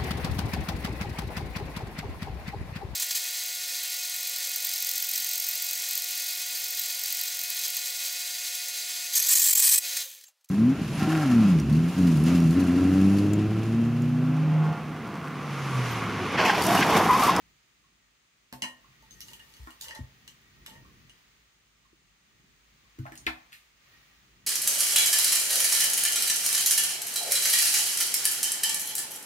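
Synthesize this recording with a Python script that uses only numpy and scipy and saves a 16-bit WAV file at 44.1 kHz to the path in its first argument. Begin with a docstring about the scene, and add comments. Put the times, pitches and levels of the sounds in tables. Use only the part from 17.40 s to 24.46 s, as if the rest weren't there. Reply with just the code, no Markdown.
"""Eggshell pieces tap and slide on a porcelain plate: bursts of noise and clicks strike its damped modes.
Hands bump a wooden table as soft pushes on its low modes; a knife and knuckles knock on it as harder blows.
A clock case ticks about once a second. Hiss and rumble swell and sink, and the plate murmurs along faintly.
The near sounds excite a diffuse kitchen tail. Two spaced microphones hear every mode with a phase of its own."""
import sys
import numpy as np
from scipy import signal
from scipy.fft import rfft, irfft
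from scipy.io import wavfile

SR = 44100
rng = np.random.default_rng(int(sys.argv[2]) if len(sys.argv) > 2 else 0)


def boost_factor(decibels):
    """Convert a level in decibels to a linear amplitude factor."""
    exponent = np.asarray(decibels, float) / 20
    return 10 ** exponent


def int16_out(signal):
    """Quantize to a 16-bit WAV file."""
    q = np.round(np.clip(np.atleast_2d(signal).T, -1, 1) * 32767)
    wavfile.write(sys.argv[1], SR, q.astype(np.int16))


N = 311506

# Free modes of the porcelain plate: mode_hz, level_db, t60_s, left_leads_by_rad
PLATE_MODES = [(541, 12, 0.062, -1.1), (894, 5, 0.13, -0.64), (1019, -3, 0.052, -1.6),
               (1793, -4, .35, -1.5), (1868, -4, .35, -1.5), (1925, -3, .16, -1.5), (2866, 1, .3, -1),
               (3016, -1, .26, -1.5), (3150, -3, .055, -1.5), (4000, -10.5, 0.22, 1.3),
               (4500, -15.5, 0.16, -1.4), (6300, -1, 0.13, -0.73)]
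# Free modes of the wooden table: mode_hz, level_db, t60_s, left_leads_by_rad
TABLE_MODES = [(60, 3, .11, .4), (102, -9, .15, .3), (130, -5, .24, .3), (200, -9, .12, .3),
               (250, -7, .32, .5), (320, -7, .26, .7), (420, -7, .08, 1.2), (678, -7, .14, 2.9),
               (800, -8, .12, 2.9), (1205, -6, .18, 2.3), (1766, -5, .15, 1.5), (2100, -6, .12, .5),
               (2480, -6, .13, 1), (3015, -9, .07, 1.5)]
USUAL_HISS_DB = -65   # hiss level at which its treble and the plate's murmur are at their usual strength


def in_time(rows):
    """Linear interpolation: the columns of a curve over time at every sample."""
    s, *columns = np.transpose(rows)
    return [np.interp(np.arange(N) / SR, s, column) for column in columns]


def rms_one(x):
    """Normalization of mean power: scale to unit rms."""
    return x / np.sqrt(np.mean(x ** 2) + 1e-30)


def coloured(x, spectrum):
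    """Spectral shaping: weight white input by a (Hz, dB) curve, linear over log frequency; rms 1."""
    hz = np.maximum(np.fft.rfftfreq(N, 1 / SR), 1)
    points = np.array(spectrum)
    gain_db = np.interp(np.log(hz), np.log(points[:, 0]), points[:, 1])
    return rms_one(irfft(rfft(x) * boost_factor(gain_db), N))


def drift(rate_hz):
    """Slow random modulation: lines between normal knots of spread 1, rate_hz knots a second."""
    knots = rng.standard_normal(400)
    return np.interp(np.arange(N) / SR * rate_hz, np.arange(400), knots)


def contact(hz, t60, width, click, rise_s):
    """Impact excitation: a short rise, a click at its top and a dying rattle, band-passed; peak 1."""
    snap_db, snap_s = 13, .002   # the first instants stand out above the rattle
    t = np.arange(8192) / SR
    decay = boost_factor(-60 * t / max(t60, .002))
    burst = rng.standard_normal(8192) * decay * np.minimum(t / rise_s, 1) ** 2
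    burst = burst * boost_factor(snap_db * np.exp(-np.maximum(t - rise_s, 0) / snap_s))
    burst[int(rise_s * SR)] += click
    band = np.clip([hz / width, hz * width], 20, .44 * SR)
    burst = signal.sosfilt(signal.butter(3, band, "band", fs=SR, output="sos"), burst)
    return burst / np.abs(burst).max()


def add(track, s, sound):
    """Superposition: mix a sound into a track at time s."""
    i = int(round(s * SR))
    track[..., i:i + sound.shape[-1]] += sound[..., :N - i]


def ring(modes, force, damping=1):
    """Modal synthesis: force(k) drives damped resonator k; damping divides its t60; phase differs by ear."""
    out = 0
    for k, (hz, db, t60, phase) in enumerate(modes):
        pole = boost_factor(-60 * damping / (t60 * SR)) * np.exp(2j * np.pi * hz / SR)
        swing = signal.lfilter([boost_factor(db)], [1, -pole], force(k) + 1e-18)
        turn = np.exp(.5j * phase * np.array([[1], [-1]]))   # left, right
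        out = out + np.imag(swing * turn)
    return out


def blows(rows, modes, lag_s, width, push_width, click, ping_db, rise_s, damping=1):
    """Impact and modal response: each contact is heard directly and strikes the modes unevenly.
    Rows: peak_s, level_db, contact_hz, t60_s, force_re_contact_db, crack_re_contact_db."""
    strike_spread_db, first_touch = 2, 40   # spread over modes; the first touch carries most of the force
    strengths = boost_factor(strike_spread_db * rng.standard_normal((len(rows), len(modes))))
    direct, forces = np.zeros((2, N)), np.zeros((len(modes), N))
    for (s, db, hz, t60, force_db, crack_db), strength in zip(rows, strengths):
        body = contact(hz, t60, width, click, rise_s)
        crack = contact(8200, t60, 3.7, 0.63, rise_s)
        ping = contact(hz, t60, 1.06, 15.0, rise_s)   # the short ping of the piece itself
        hit = body + boost_factor(crack_db) * crack + boost_factor(ping_db) * ping
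        add(direct, s - rise_s, boost_factor(db) * hit)
        push = contact(hz, t60 / 4, push_width, first_touch, rise_s)
        add(forces, s - rise_s, push * boost_factor(db + force_db) * strength[:, None])
    later_ear = 0 if lag_s > 0 else 1   # a positive lag delays the left ear
    direct[later_ear] = np.roll(direct[later_ear], int(round(abs(lag_s) * SR)))
    return direct + ring(modes, lambda k: forces[k], damping)


def background(hiss_db, rumble_db):
    """Interaural coherence: hiss differs by ear and brightens as it swells; lumpy rumble is mostly shared."""
    # Hiss colour before brightening: band_hz, level_db
    hiss_colour = [(210, -51), (350, -9.5), (512, -10.5), (650, -10.5), (1080, -9), (1190, -4),
                   (1410, -7.5), (2100, -4), (5800, -12.5), (6480, -8.5), (7840, -15), (14300, -27.5),
                   (15500, -11)]
    # Rumble colour before its low cut: band_hz, level_db
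    rumble_colour = [(18, -28), (30, -10.5), (51, 10), (72, -8.5), (134, -4), (274, -11), (400, -16.5),
                     (520, -26.5), (880, -120)]
    brightening, shared_power = .6, 0.78   # treble dB per dB of hiss; fraction
    hiss = coloured(rng.standard_normal((2, N)), hiss_colour)
    treble = signal.sosfilt(signal.butter(4, 7200, "high", fs=SR, output="sos"), hiss)
    hiss = hiss + treble * (boost_factor(brightening * (hiss_db - USUAL_HISS_DB)) - 1)
    shared, own = rng.standard_normal(N), rng.standard_normal((2, N))
    mixed = np.sqrt(shared_power) * shared + np.sqrt(1 - shared_power) * own
    rumble = coloured(mixed, rumble_colour)
    rumble = signal.sosfilt(signal.butter(8, 38, "high", fs=SR, output="sos"), rumble)
    return boost_factor(hiss_db) * hiss + boost_factor(rumble_db + 2.5 * drift(9)) * rumble


def murmur(hiss_db):
    """Sympathetic resonance: two plate modes hum faintly under noise whose level follows the hiss."""
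    usual_force_db, force_db_per_hiss_db = -110, 2.2
    force_db = usual_force_db + force_db_per_hiss_db * (hiss_db - USUAL_HISS_DB) + 3.1 * drift(13)
    force = rng.standard_normal(N) * boost_factor(force_db)
    return ring(PLATE_MODES[4:6], lambda k: force, damping=0.87)


def clock():
    """Impulse response of a resonant case: each dull tick is a contact that rings two modes."""
    # Force of successive dull ticks, some stronger and the last ones fainter: force_db
    tick_force = [-94, -83.5, -87, -87, -95, -100, -102]
    # Modes of the clock case: mode_hz, level_db, t60_s, left_leads_by_rad
    case_modes = [(1080, 0, .06, .8), (1170, 0, .05, 4.15)]
    first_s, period_s = .434, 1.002
    force = np.zeros(N)
    for beat, db in enumerate(tick_force):
        add(force, first_s + period_s * beat, boost_factor(db) * contact(1210, 0.31, 1.256, 0.82, 0.00705))
    return ring(case_modes, lambda k: force)


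def taps():
    """Impact on a damped plate: harder taps of shell rattle less long; a pushing hand shortens the ring."""
    # Shell on porcelain: peak_s, level_db, contact_hz, force_re_contact_db, crack_re_contact_db
    shell_taps = [(1.127, -37.5, 750, -49.5, 8), (1.136, -38, 1020, -47, -24),
                  (1.222, -16.5, 2760, -36.5, -11), (1.24, -26.5, 1013, -51.5, -9),
                  (1.625, -62.5, 817, -29.5, 14), (1.709, -41, 6300, -18, -24),
                  (1.806, -27.5, 5760, -51, -16), (1.815, -37, 5300, -18.5, -30),
                  (1.884, -40, 2920, -36, -2), (1.915, -45.5, 960, -67, -20), (1.934, -34.5, 3160, -36, 0),
                  (1.995, -44, 3180, -33, -22), (1.999, -47, 2000, -28, -22),
                  (2.139, -41, 4400, -31.5, -22), (2.168, -44, 3200, -38, -17), (2.306, -47, 3240, -26, 7),
                  (2.412, -22.5, 6920, -35, -20), (2.443, -32.5, 3300, -36, -18),
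                  (2.457, -45, 1910, -29, -20), (2.484, -31.5, 3170, -32, -19),
                  (2.509, -32.5, 1825, -34.5, -24), (2.55, -32, 4000, -52, -26),
                  (2.555, -35, 1960, -56, -20), (2.878, -34.5, 3000, -36, -4.5),
                  (2.898, -60, 5800, -40, -17), (3.263, -28, 3570, -39.5, -20), (3.281, -43, 920, -42, -20),
                  (3.298, -41, 4300, -31, -30), (3.337, -49, 5160, -25, -17),
                  (3.696, -44.5, 3070, -35, -24)]
    rattle_t60_s, rattle_at_db = 0.043, -32.5   # rattle length of a tap at this level
    shortening = 0.34   # dB of length lost per dB of level
    hand_in_s, hand_damping = 1.5, 2.4   # from here a hand pushes the pieces
    free, held = [], []
    for s, db, hz, force_db, crack_db in shell_taps:
        t60 = rattle_t60_s * boost_factor(shortening * (rattle_at_db - db))
        part = free if s < hand_in_s else held
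        part.append((s, db, hz, t60, force_db, crack_db))
    return sum(blows(part, PLATE_MODES, lag_s=.00016, width=3.24, push_width=1.446, click=11.0,
                     ping_db=-11, rise_s=.0025, damping=damping)
               for part, damping in [(free, 1), (held, hand_damping)])


def bumps():
    """Low-frequency forcing: a soft push, sinking in pitch as the weight settles, moves low table modes."""
    # Soft hands, fingers first and the weight after them: push_s, force_db, settled_hz,
    # damping (ratio, by the hand that stays; below 1 counts as 1)
    hand_pushes = [(1.129, -78, 210, 1.2), (1.145, -89, 132, 0.94), (1.229, -76.5, 205, 1),
                   (1.488, -98, 137, 1.8), (2.198, -85.5, 57, 0.9), (2.276, -81, 297, 1.7),
                   (2.465, -100.5, 63, 1.5), (2.594, -73.5, 224, 4.7), (2.605, -75, 74.7, 0.96),
                   (3.317, -88, 193, 0.81), (3.374, -89, 138, 0.86), (3.646, -103, 124, 2.5),
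                   (4.533, -87.5, 347, 4.2), (5.589, -75, 294, 1.03), (5.595, -72.5, 102, 0.81),
                   (5.722, -79.5, 307, 1.6), (5.869, -66.5, 343, 0.68), (5.87, -89.5, 62, 1)]
    sag_hz, sag_cycles = 60, .65   # extra pitch at the start; cycles of settled pitch until the force peaks
    out, t = np.zeros((2, N)), np.arange(16384) / SR
    for s, db, hz, damping in hand_pushes:
        age = t * hz / sag_cycles
        cycles = np.cumsum(hz + sag_hz * np.exp(-age)) / SR + rng.random()
        force = boost_factor(db) * age * np.exp(1 - age) * np.sin(2 * np.pi * cycles)
        lowest = ring(TABLE_MODES[:3], lambda k: force)   # the hand leaves these undamped
        upper = ring(TABLE_MODES[3:7], lambda k: force, max(damping, 1))
        add(out, s - .004, lowest + upper)
    return out


def slides():
    """Stick-slip friction: shell edges catch on the glaze as a grainy hiss, and the plate hums along."""
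    # Strokes of shell across the glaze: start_s, length_s, hiss_db, drag_force_db
    strokes = [(1.71, 0.086, -63, -120), (1.858, 0.1, -58, -113), (2.006, 0.3, -63, -112),
               (2.426, 0.013, -43, -100), (2.471, 0.029, -61, -90.5), (2.548, 0.0042, -63, -88),
               (3.283, 0.078, -70, -101)]
    # Colour of the grains: band_hz, level_db
    shell_colour = [(1500, -50), (3300, -6), (6500, -8), (11000, -10), (16000, -7)]
    rise_db_per_s, fall_db_per_s, catches_per_s = 802, 520, 500
    t, hiss, hum = np.arange(N) / SR, np.zeros(N), np.zeros(N)
    for s, length, hiss_db, drag_db in strokes:
        rise_db, fall_db = rise_db_per_s * (t - s), fall_db_per_s * (s + length - t)
        shape_db = np.minimum(0, np.minimum(rise_db, fall_db))
        hiss = hiss + boost_factor(hiss_db + shape_db)
        hum = hum + boost_factor(drag_db + shape_db)
    sizes = boost_factor(4 * np.minimum(rng.exponential(1, (2, N)), 4)) * rng.choice([-1, 1], (2, N))
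    catches = (rng.random((2, N)) < catches_per_s / SR) * sizes
    grains = coloured(catches + 0.032 * np.roll(catches[1], 7), shell_colour)
    # the drag is soft: it reaches the lower modes, and the pieces lying on the plate damp them
    drag = signal.sosfilt(signal.butter(2, [600, 2200], "band", fs=SR, output="sos"), catches[1])
    force = rms_one(drag) * hum * boost_factor(2.1 * drift(45))
    scrape = hiss * grains * boost_factor(0.21 * drift(24.6))
    return scrape + ring(PLATE_MODES[:8], lambda k: force, damping=3.33)


def knocks():
    """Contact stiffness: harder, brighter contacts of knife and knuckles drive the table more."""
    # Blows on the table: peak_s, level_db, contact_hz, rattle_t60_s, crack_re_contact_db
    table_blows = [(2.273, -34.5, 1104, 0.068, -15), (5.589, -45.5, 1500, 0.03, 1.5),
                   (5.655, -35, 825, 0.071, -18), (5.665, -35.5, 1585, 0.055, -11),
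                   (5.7212, -39.5, 1670, 0.055, 0), (5.7552, -45, 2670, 0.04, 10),
                   (5.777, -34, 6320, 0.028, -23), (5.8667, -13, 2550, 0.004, -9),
                   (5.8695, -14.5, 2300, 0.014, -30), (5.875, -26, 1050, 0.09, -30),
                   (6.122, -44.5, 1880, 0.12, -0.5), (6.129, -37, 2640, 0.31, -2.5)]
    force_at_1khz_db, force_db_per_octave = -39.5, 3.5   # relative to the contact
    grip_until_s, grip_damping = 5.8, 2.2   # until then a hand lies on the table and shortens its ring
    held, free = [], []
    for s, db, hz, t60, crack_db in table_blows:
        force_db = force_at_1khz_db + force_db_per_octave * np.log2(hz / 1000)
        part = held if s < grip_until_s else free
        part.append((s, db, hz, t60, force_db, crack_db))
    return sum(blows(part, TABLE_MODES, lag_s=-.00036, width=1.55, push_width=1.6, click=6,
                     ping_db=-9, rise_s=.0022, damping=damping)
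               for part, damping in [(held, grip_damping), (free, 1)])


def kitchen(x):
    """Diffuse reverberation: octave noise bands decay at their own rate; long waves reach both ears alike."""
    # Reverberation of the kitchen: band_hz, t60_s
    decay_times = [(200, 0.59), (2000, 0.087), (12000, 0.26)]
    t, points, tail = np.arange(24000) / SR, np.array(decay_times), 0
    for hz in 90 * 2 ** np.arange(8):
        band = signal.butter(1, [hz / np.sqrt(2), hz * np.sqrt(2)], "band", fs=SR, output="sos")
        t60 = np.interp(np.log(hz), np.log(points[:, 0]), points[:, 1])
        mid, side = rng.standard_normal((2, len(t)))
        width = min(hz / 600, 1)
        noise = mid + width * side * [[1], [-1]]
        tail = tail + signal.sosfilt(band, noise) * boost_factor(-60 * t / t60)
    tail = tail * np.clip(t / 0.006, 0, 1)   # first reflections need a few ms
    tail = tail / np.sqrt(np.sum(tail ** 2) / 2)
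    return signal.fftconvolve(x, tail, axes=1)[:, :N]


def scene():
    """Superposition of paths: near sounds ring in the kitchen; bumps arrive through the table itself."""
    # Swell of the background: time_s, hiss_db (before brightening), rumble_db (before its low cut)
    swell = [(0, -63, -65.5), (.4, -65, -67.5), (.85, -66, -72.5), (1.1, -65.5, -74.5), (1.45, -61, -64),
             (1.75, -59.5, -58.5), (2.1, -58, -64), (3.1, -60.5, -63.5), (3.35, -59, -53), (3.62, -60, -57),
             (3.8, -60.5, -66), (4.2, -65, -70.5), (4.7, -65, -68.5), (5.5, -61.5, -66), (5.8, -58.5, -55),
             (6.35, -63, -74), (6.52, -58, -68), (7.06, -62.5, -62.5)]
    hiss_db, rumble_db = in_time(swell)
    near = taps() + knocks() + slides() + clock()
    near = near + boost_factor(-1) * kitchen(near)
    # the left ear hears less of the highest treble of the near sounds
    shade = signal.butter(2, 12900, fs=SR, output="sos")
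    near = np.stack([signal.sosfilt(shade, near[0]), near[1]])
    return near + bumps() + murmur(hiss_db) + background(hiss_db, rumble_db)


def low_pass(x):
    """Removes everything above the highest recorded frequency."""
    return signal.sosfilt(signal.butter(12, 16500, fs=SR, output="sos"), x)


def record(dry):
    """Filtering: a narrow treble dip near 10 kHz; bottom and top are cut."""
    dip_hz, dip_width_hz, dip_depth = 9850, 500, .8   # depth: fraction removed at the centre
    b, a = signal.iirpeak(dip_hz, dip_hz / dip_width_hz, SR)
    heard = dry - dip_depth * signal.lfilter(b, a, dry)
    heard = signal.sosfilt(signal.cheby1(10, 1, 15500, fs=SR, output="sos"), heard)
    heard = signal.sosfilt(signal.butter(3, 54.4, "high", fs=SR, output="sos"), heard)
    return low_pass(heard)


dry = scene()
out = record(dry)
int16_out(out)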